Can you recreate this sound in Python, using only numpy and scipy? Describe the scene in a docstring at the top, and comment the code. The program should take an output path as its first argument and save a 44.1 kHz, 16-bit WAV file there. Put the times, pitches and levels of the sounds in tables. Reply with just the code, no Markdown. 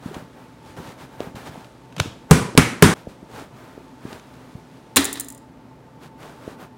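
"""A big mass of dough is folded, dropped on a stone counter and slapped three times by a baker.
It rubs, spits out air and booms under the hand, and the slaps overload a lapel microphone.
After a jump in time he slits the dough, lets the steel knife clatter down and spreads the halves
with his hands. The tiled kitchen echoes over a steady ventilation hum."""
import sys
import numpy as np
from scipy import signal
from scipy.fft import rfft, irfft, next_fast_len
from scipy.io import wavfile
from scipy.ndimage import map_coordinates

SR = 44100
rng = np.random.default_rng(int(sys.argv[2]) if len(sys.argv) > 2 else 0)


def generate_wav(sig):
    """Save sig (samples, or channels by samples) to the path in sys.argv[1] as 16-bit PCM at SR."""
    pcm = np.round(np.clip(np.atleast_2d(sig).T, -1, 1) * 32767).astype(np.int16)
    wavfile.write(sys.argv[1], SR, pcm)


N = 298597
TIME = np.arange(N) / SR
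AGE = np.arange(SR) / SR  # seconds since a blow

# A "colour" says how strong a noise is from bass to treble.
# Each row of these colours: frequency in Hz, relative level in dB.
VENT_COLOUR = [(15, -58), (25, -25.5), (64, -8.5), (97, -19.5), (108, -11), (157, -5), (206, -11),
               (242, -5), (309, -10.5), (591, -15.5), (818, -19), (887, -18), (1330, -24), (3430, -35.5),
               (16000, -51.5)]  # moving air
RUB_COLOUR = [(40, -6), (130, 1.5), (400, 0), (800, -1.5), (1500, -5.5), (2500, -15.5), (5000, -29)]  # the dull part of rubbing
HISS_COLOUR = [(800, -25.5), (2200, 2), (3500, 3), (6000, -3), (10000, -7), (16000, -29)]  # the bright part of rubbing
SPLAT_COLOUR = [(200, -4.5), (450, 1), (800, -2.5), (1450, 1), (1900, -6.5), (2500, -3), (3300, -2),
                (4500, -9), (6500, -10), (11000, -21), (16000, -31.5)]  # air spitting from wet dough
SMACK_COLOUR = [(60, 2), (250, 5), (450, -7), (700, -9.5), (1200, -5), (2200, -11.5), (4300, -17),
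                (9500, -16.5), (13000, -28.5), (16000, -31.5)]  # a flat hand on dough
SNAP_COLOUR = [(200, -12), (900, 4), (2500, -11), (6500, -4.5), (10000, -1), (13000, -9.5), (16000, -14.5)]  # bare skin
BOOM_ECHO_COLOUR = [(40, -18.5), (75, -8), (110, 4.5), (155, 0.5), (210, -2), (265, -12), (330, -20.5),
                    (420, -7), (700, -35.5), (2000, -65.5)]  # the room's answer to the booming dough
BLADE_COLOUR = [(3000, -33.5), (5800, -15), (6500, -7), (6950, 0.5), (7700, -0.5), (8100, -3), (8900, 0.5),
                (10300, -4.5), (12300, -9), (13500, -11), (16000, -4.5)]  # the blade's tick
HANDLE_COLOUR = [(30, -31), (90, -9), (180, -10.5), (280, 4), (420, -3.5), (600, -13), (1100, -7),
                 (1450, -8.5), (1850, -6), (2300, -10), (3200, -10.5), (3950, -3.5), (4600, -13.5),
                 (9500, -16), (16000, -26.5)]  # the handle's knock

# Fan and duct tones. 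Each row: pitch in Hz, level in dB, width in Hz.
FAN_TONES = [(123.4, -55.5, 11), (259, -56, 28), (884, -57.5, 23)]
# Palm or blade sliding over the dough. Each row: moment of top speed in seconds,
# rise in seconds, fall in seconds, rub level in dB, hiss level in dB.
DOUGH_STROKES = [(.07, 0.052, 0.077, -41.5, -54.5), (0.152, 0.022, 0.078, -38.5, -54),
                 (0.401, 0.067, .1, -49, -68), (0.689, 0.056, 0.075, -47.5, -56),
                 (.775, 0.0087, 0.047, -38, -53), (0.881, 0.082, 0.061, -40, -51),
                 (1.021, 0.043, .045, -41, -52.5), (1.224, 0.039, 0.073, -38, -54.5),
                 (1.15, 0.061, 0.037, -47.5, -61.5), (1.357, .005, 0.1, -38.5, -50),
                 (1.478, 0.033, 0.02, -36.5, -47.5), (1.53, 0.037, 0.14, -44, -54.5),
                 (2.965, 0.014, 0.068, -43, -56), (3.094, 0.013, 0.053, -50.5, -56),
                 (3.388, 0.072, 0.063, -37.5, -50), (3.599, 0.067, .22, -46, -61.5),
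                 (4.123, 0.089, 0.072, -40, -52.5), (4.449, 0.42, 0.16, -50.5, -63),
                 (4.76, 0.079, 0.062, -54.5, -65.5), (6.04, 0.028, 0.038, -42.5, -54),
                 (6.231, 0.043, .13, -42, -54), (6.509, 0.13, 0.048, -43, -54.5),
                 (6.62, 0.033, 0.044, -39, -55.5)]
# Sticky dough meeting or leaving stone, skin or steel. Each row: start in seconds, level in dB,
# fade time in seconds. A fade time (t60) is how long a sound takes to drop by 60 dB.
STICKY_SPLATS = [(.059, -44, 0.0083), (0.1438, -34.5, 0.034), (0.767, -48, 0.039), (1.2048, -23.5, 0.0029),
                 (1.2307, -44, .018), (1.357, -39, 0.018), (1.645, -42, .03), (1.9248, -41.5, 0.02),
                 (1.9651, -31.5, .025), (1.981, -33, 0.1), (1.9982, -19, .012), (2.0, -7, .015),
                 (2.5515, -33.5, .012), (4.129, -29, 0.013), (4.197, -38, .011), (6.23, -41, .02)]
# Soft bumps of hands and dough. 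Each row: peak moment in seconds, level in dB, pitch in Hz,
# length on either side of the peak in cycles.
SOFT_BUMPS = [(0.062, -18, 197, 0.55), (0.116, -27.5, 385, 1.6), (0.168, -21.5, 230, .3),
              (.802, -22.5, 218, .4), (1.206, -12.5, 440, 0.48), (1.275, -24.5, 196, 0.53),
              (1.348, -25, 145, 0.19), (1.558, -27.5, 660, 0.56), (1.579, -31.5, 205, 0.95),
              (1.967, -26, 694, 0.52), (1.981, -27, 164, 1.4), (1.9962, -20.5, 338, 0.51),
              (2.0081, -13, 119, 0.81), (2.0598, -19.5, 260, .45), (2.5525, -13.5, 330, 0.34),
              (3.072, -21.5, 486, 0.62), (3.076, -22, 146, 0.26), (3.23, -28, 254, .49),
              (3.779, -25.5, 350, 0.48), (4.0542, -19, 242, 0.5), (4.555, -23.5, 148.3, 0.43),
              (6.479, -18, 330, 0.36)]
# A flat hand hits the dough. Each row: start in seconds, smack level in dB, boom level in dB,
# dough pitch in Hz, pitch of the palm's pop in Hz, pop level in dB, relative echo level in dB.
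HAND_SLAPS = [(2.3105, 1.5, 11.5, 130.3, 1060, -7.5, -5), (2.5760, 1, 8.5, 140, 2200, 3.5, -6),
              (2.8240, 3, 12.5, 143.7, 1730, 0.5, -2.5)]
# The knife lands and bounces. Each row: start in seconds, blade level in dB, handle level in dB.
KNIFE_BOUNCES = [(4.9605, -11, -17.5), (4.9654, -7.5, -17.5), (4.9668, -12, -14), (4.969, -2, -5),
                 (5.0446, -16, -49), (5.053, -13.5, -30), (5.1289, -19, -45), (5.138, -28, -48.5),
                 (5.156, -50, -30.5), (5.173, -50, -32), (5.1984, -16.5, -39), (5.207, -19.5, -40),
                 (5.2459, -34, -63)]

# Tones of struck things. Each row: pitch in Hz, relative level in dB, fade time in seconds.
DOUGH_TONES = [(76, -13, 0.1), (162, -20, .17), (257, -12.5, 0.073), (412, -10, 0.048)]  # the slapped mass, besides its main pitch
STEEL_TONES = [(6277, -14, .25), (6977, -4, .2), (7600, -4, .2), (8750, 1, .06), (9300, -1, .1),
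               (9647, -5, 0.1197), (9800, -3, .12), (11640, -11.5, .15)]  # the thin blade
WORKTOP_TONES = [(81.6, -18, .2), (271.6, -0.5, 0.16), (278.6, -16, 0.77), (393, -14.5, .13),
                 (773, -25, 0.34), (1125, -19, .17), (1770, -23, 0.418), (1920, -27.5, 0.61),
                 (2405, -20, .13), (2540, -35, .45), (2920, -13, .08), (3570, -32.5, .6), (4080, -7, .06),
                 (4657, -16.5, .07), (5000, -38.5, .65)]  # knife and worktop ringing together
# The echo of the tiled kitchen. Each row: frequency in Hz, fade time in seconds.
KITCHEN_FADES = [(100, 0.18), (260, 0.65), (700, .55), (1840, 0.48), (4850, 0.47), (9000, .42),
                 (15000, 0.32)]


def amp(db):
    """Turn decibels into a number to multiply by."""
    return 10 ** (np.asarray(db) / 20)


def unit(x):
    """Scale a sound to an average strength (rms) of 1."""
    return x / np.sqrt(np.mean(x ** 2) + 1e-20)


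def along(points, hz):
    """Read between a table's rows, with every octave equally wide."""
    frequencies, values = np.transpose(points)
    return np.interp(np.log(hz + 1), np.log(frequencies + 1), values)


def filtered(x, response):
    """Multiply each frequency in a sound by response(hz)."""
    size = next_fast_len(len(x) + SR // 4)
    return irfft(rfft(x, size) * response(np.fft.rfftfreq(size, 1 / SR)), size)[:len(x)]


def noise(colour, size):
    """Noise of the given colour, at strength 1."""
    return unit(filtered(rng.standard_normal(size), lambda hz: amp(along(colour, hz))))


def band(centre, width, size):
    """A fuzzy tone: noise gathered around one pitch, at strength 1."""
    return unit(filtered(rng.standard_normal(size), lambda hz: 1 / (1 + ((hz - centre) / width) ** 2)))


def wobble(rate):
    """A smooth curve through `rate` random values a second."""
    return map_coordinates(rng.standard_normal(int(N * rate / SR) + 4), [TIME * rate / SR])


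def fade(t60):
    """Die away by 60 dB every t60 seconds."""
    return np.exp(-np.log(1000) * AGE / t60)


def ring(tones, scatter_db):
    """A struck thing's fading tones, with new strengths at each blow."""
    return sum(amp(db + scatter_db * rng.standard_normal()) * fade(t60) * np.sin(2 * np.pi * hz * AGE)
               for hz, db, t60 in tones)


def add(track, s, sound):
    """Mix a sound into the track, starting at s seconds."""
    start = max(round(s * SR), 0)
    part = track[start:start + len(sound)]
    part += sound[:len(part)]


def echo(colour, build_s=0.0078, ripple_db=2.2, spacing_hz=70):
    """The tiles' echo, of energy 1: it builds up, then dies fastest in deep bass and high treble."""
    # near surfaces strengthen some frequencies and cancel others
    ripple = ripple_db * rng.standard_normal(1000)
    wash = filtered(noise(colour, SR), lambda hz: amp(np.interp(hz / spacing_hz, np.arange(1000), ripple)))
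    hz, t, bands = signal.stft(wash, SR, nperseg=256)
    decay = np.exp(-np.log(1000) * t / along(KITCHEN_FADES, hz)[:, None])
    tail = signal.istft(bands * decay, SR, nperseg=256)[1][:SR]
    tail *= 1 - np.exp(-(AGE / build_s) ** 2)
    return tail / np.linalg.norm(tail)


def in_room(blow, colour, echo_db):
    """A blow followed by an echo of the given colour."""
    return blow + amp(echo_db) * np.linalg.norm(blow) * echo(colour)


def burst(colour, t60, echo_db):
    """A short crack of noise with its echo."""
    crack = unit(noise(colour, SR) * fade(t60)) * np.sqrt(np.mean(fade(t60) ** 2))
    return in_room(crack, colour, echo_db)


def ventilation():
    """Air rushes steadily under a few fuzzy fan tones."""
    air = amp(-47.5) * noise(VENT_COLOUR, N)
    return air + sum(amp(db) * band(hz, width / 2, N) for hz, db, width in FAN_TONES)


def rubbing(sleeve_rub_db=-61, sleeve_hiss_db=-67, grain_db=9, slip_db=2.5, crackles_per_s=200):
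    """Strokes swell and fade: tiny sticky slips roughen a rub and a hiss, and gas bubbles crackle."""
    # the sleeves rustle until the knife lands
    sleeves = amp(2 * wobble(8)) * (TIME < KNIFE_BOUNCES[0][0])
    rub, hiss = amp(sleeve_rub_db) * sleeves, amp(sleeve_hiss_db) * sleeves
    for s, rise, fall, rub_db, hiss_db in DOUGH_STROKES:
        speed = np.exp(-((TIME - s) / np.where(TIME < s, rise, fall)) ** 2)
        rub = np.hypot(rub, amp(rub_db) * speed)
        hiss = np.hypot(hiss, amp(hiss_db) * speed)
    slips = amp(-grain_db * wobble(900) + slip_db * wobble(70))
    bubbles = (rng.random(N) < crackles_per_s / SR) * rng.standard_normal(N)
    crackle = amp(-7) * unit(filtered(bubbles, lambda hz: amp(along(HISS_COLOUR, hz))))
    dull = unit(slips * noise(RUB_COLOUR, N))
    bright = unit(slips * noise(HISS_COLOUR, N)) + crackle
    return rub * dull + hiss * bright


def splats():
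    """Air spits out where wet dough meets or leaves a surface."""
    out = np.zeros(N)
    for s, db, t60 in STICKY_SPLATS:
        add(out, s, amp(db) * burst(SPLAT_COLOUR, t60, echo_db=-10.5))
    return out


def nudges(over_rub_db=5, typical_hz=190, pitch_spread=0.39, cycles=0.64):
    """Each stroke also nudges the dough. Gives rows like those of SOFT_BUMPS."""
    chance = rng.standard_normal((len(DOUGH_STROKES), 2))
    return [(s + fall * abs(late) / 2, db + over_rub_db, typical_hz * np.exp(pitch_spread * high), cycles)
            for (s, _, fall, db, _), (late, high) in zip(DOUGH_STROKES, chance)]


def bumps():
    """Soft pushes on the dough swell and die within a cycle or two, and the room answers."""
    out = np.zeros(N)
    t = AGE[:SR // 10] - 1 / 20  # seconds from the peak
    for s, db, hz, cycles in SOFT_BUMPS + nudges():
        push = amp(db) * np.cos(2 * np.pi * hz * t) * np.exp(-(hz * t / cycles) ** 2)
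        add(out, s + t[0], push)
        echo_colour = [(hz / 10, -25), (hz, 0), (hz * 10, -45)]
        add(out, s, amp(-10.5) * np.linalg.norm(push) * echo(echo_colour))
    return out


def slaps(sag=0.58, sag_s=0.0071, sink_s=0.023, time_jump_s=2.939):
    """The sleeve swishes, skin smacks, air pops from under the palm, and the gassy dough booms."""
    out = np.zeros(N)
    for s, smack_db, boom_db, dough_hz, pop_hz, pop_db, room_db in HAND_SLAPS:
        swish = amp(-29) * noise(RUB_COLOUR, SR) * fade(0.049)[::-1]  # swells up to the hit
        add(out, s - 1, swish)
        smack = burst(SMACK_COLOUR, t60=0.04, echo_db=room_db)
        snap = amp(-1) * noise(SNAP_COLOUR, SR) * fade(0.004)
        pop_colour = [(pop_hz / 10, -40), (pop_hz / 2, -8), (pop_hz, 0),
                      (pop_hz * 2, -17), (pop_hz * 10, -60)]
        pop = amp(pop_db) * burst(pop_colour, t60=0.011, echo_db=room_db)
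        # the boom swells and its pitch sags as the hand sinks in
        cycles = dough_hz * (AGE + sag * sag_s * (1 - np.exp(-AGE / sag_s)))
        tones = np.sin(2 * np.pi * cycles) * fade(0.052) + ring(DOUGH_TONES, scatter_db=4)
        swell = 1 - fade(sink_s)
        boom = in_room(amp(boom_db) * tones * swell, BOOM_ECHO_COLOUR, echo_db=room_db - 8.5)
        add(out, s, amp(smack_db) * (smack + snap) + pop - boom)
    return out * (TIME < time_jump_s)  # the last echo stops short


def knife():
    """The heavy handle rings the worktop; the springy blade ticks on in ever smaller bounces."""
    out = np.zeros(N)
    for s, blade_db, handle_db in KNIFE_BOUNCES + rocking():
        tick = burst(BLADE_COLOUR, t60=0.023, echo_db=-18)
        steel = amp(-26.5) * ring(STEEL_TONES, scatter_db=-2)
        knock = burst(HANDLE_COLOUR, t60=0.056, echo_db=-5.5)
        worktop = amp(-1) * ring(WORKTOP_TONES, scatter_db=-0.5) * (1 - fade(0.11))
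        add(out, s, amp(blade_db) * (tick + steel) + amp(handle_db) * (knock + worktop))
    return out


def rocking(start_s=5.2852, first_gap_s=0.0172, slowing=1.2, first_db=-27, loss_db=3.5, count=5):
    """The knife rocks to rest in ever weaker, slower ticks. Gives rows like those of KNIFE_BOUNCES."""
    ticks = np.arange(count)
    gaps = first_gap_s * slowing ** ticks
    blade_db = first_db - loss_db * ticks
    handle_db = blade_db - 19
    return list(zip(start_s + np.cumsum(gaps) - gaps, blade_db, handle_db))


def scene():
    """All the sounds meet at one microphone."""
    return (slaps() + splats() + bumps() + rubbing() + knife() + ventilation())[None]


def record(dry, clip_hardness=8, low_cut_hz=40, top_hz=16050):
    """The microphone drops the deepest bass, flattens loud peaks and loses the highest treble."""
    x = signal.sosfilt(signal.butter(2, low_cut_hz, "highpass", fs=SR, output="sos"), dry[0])
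    clipped = x / (1 + np.abs(x) ** clip_hardness) ** (1 / clip_hardness)
    return filtered(clipped, lambda hz: 1 / (1 + (hz / top_hz) ** 120))[None]


dry = scene()
out = record(dry)
generate_wav(out)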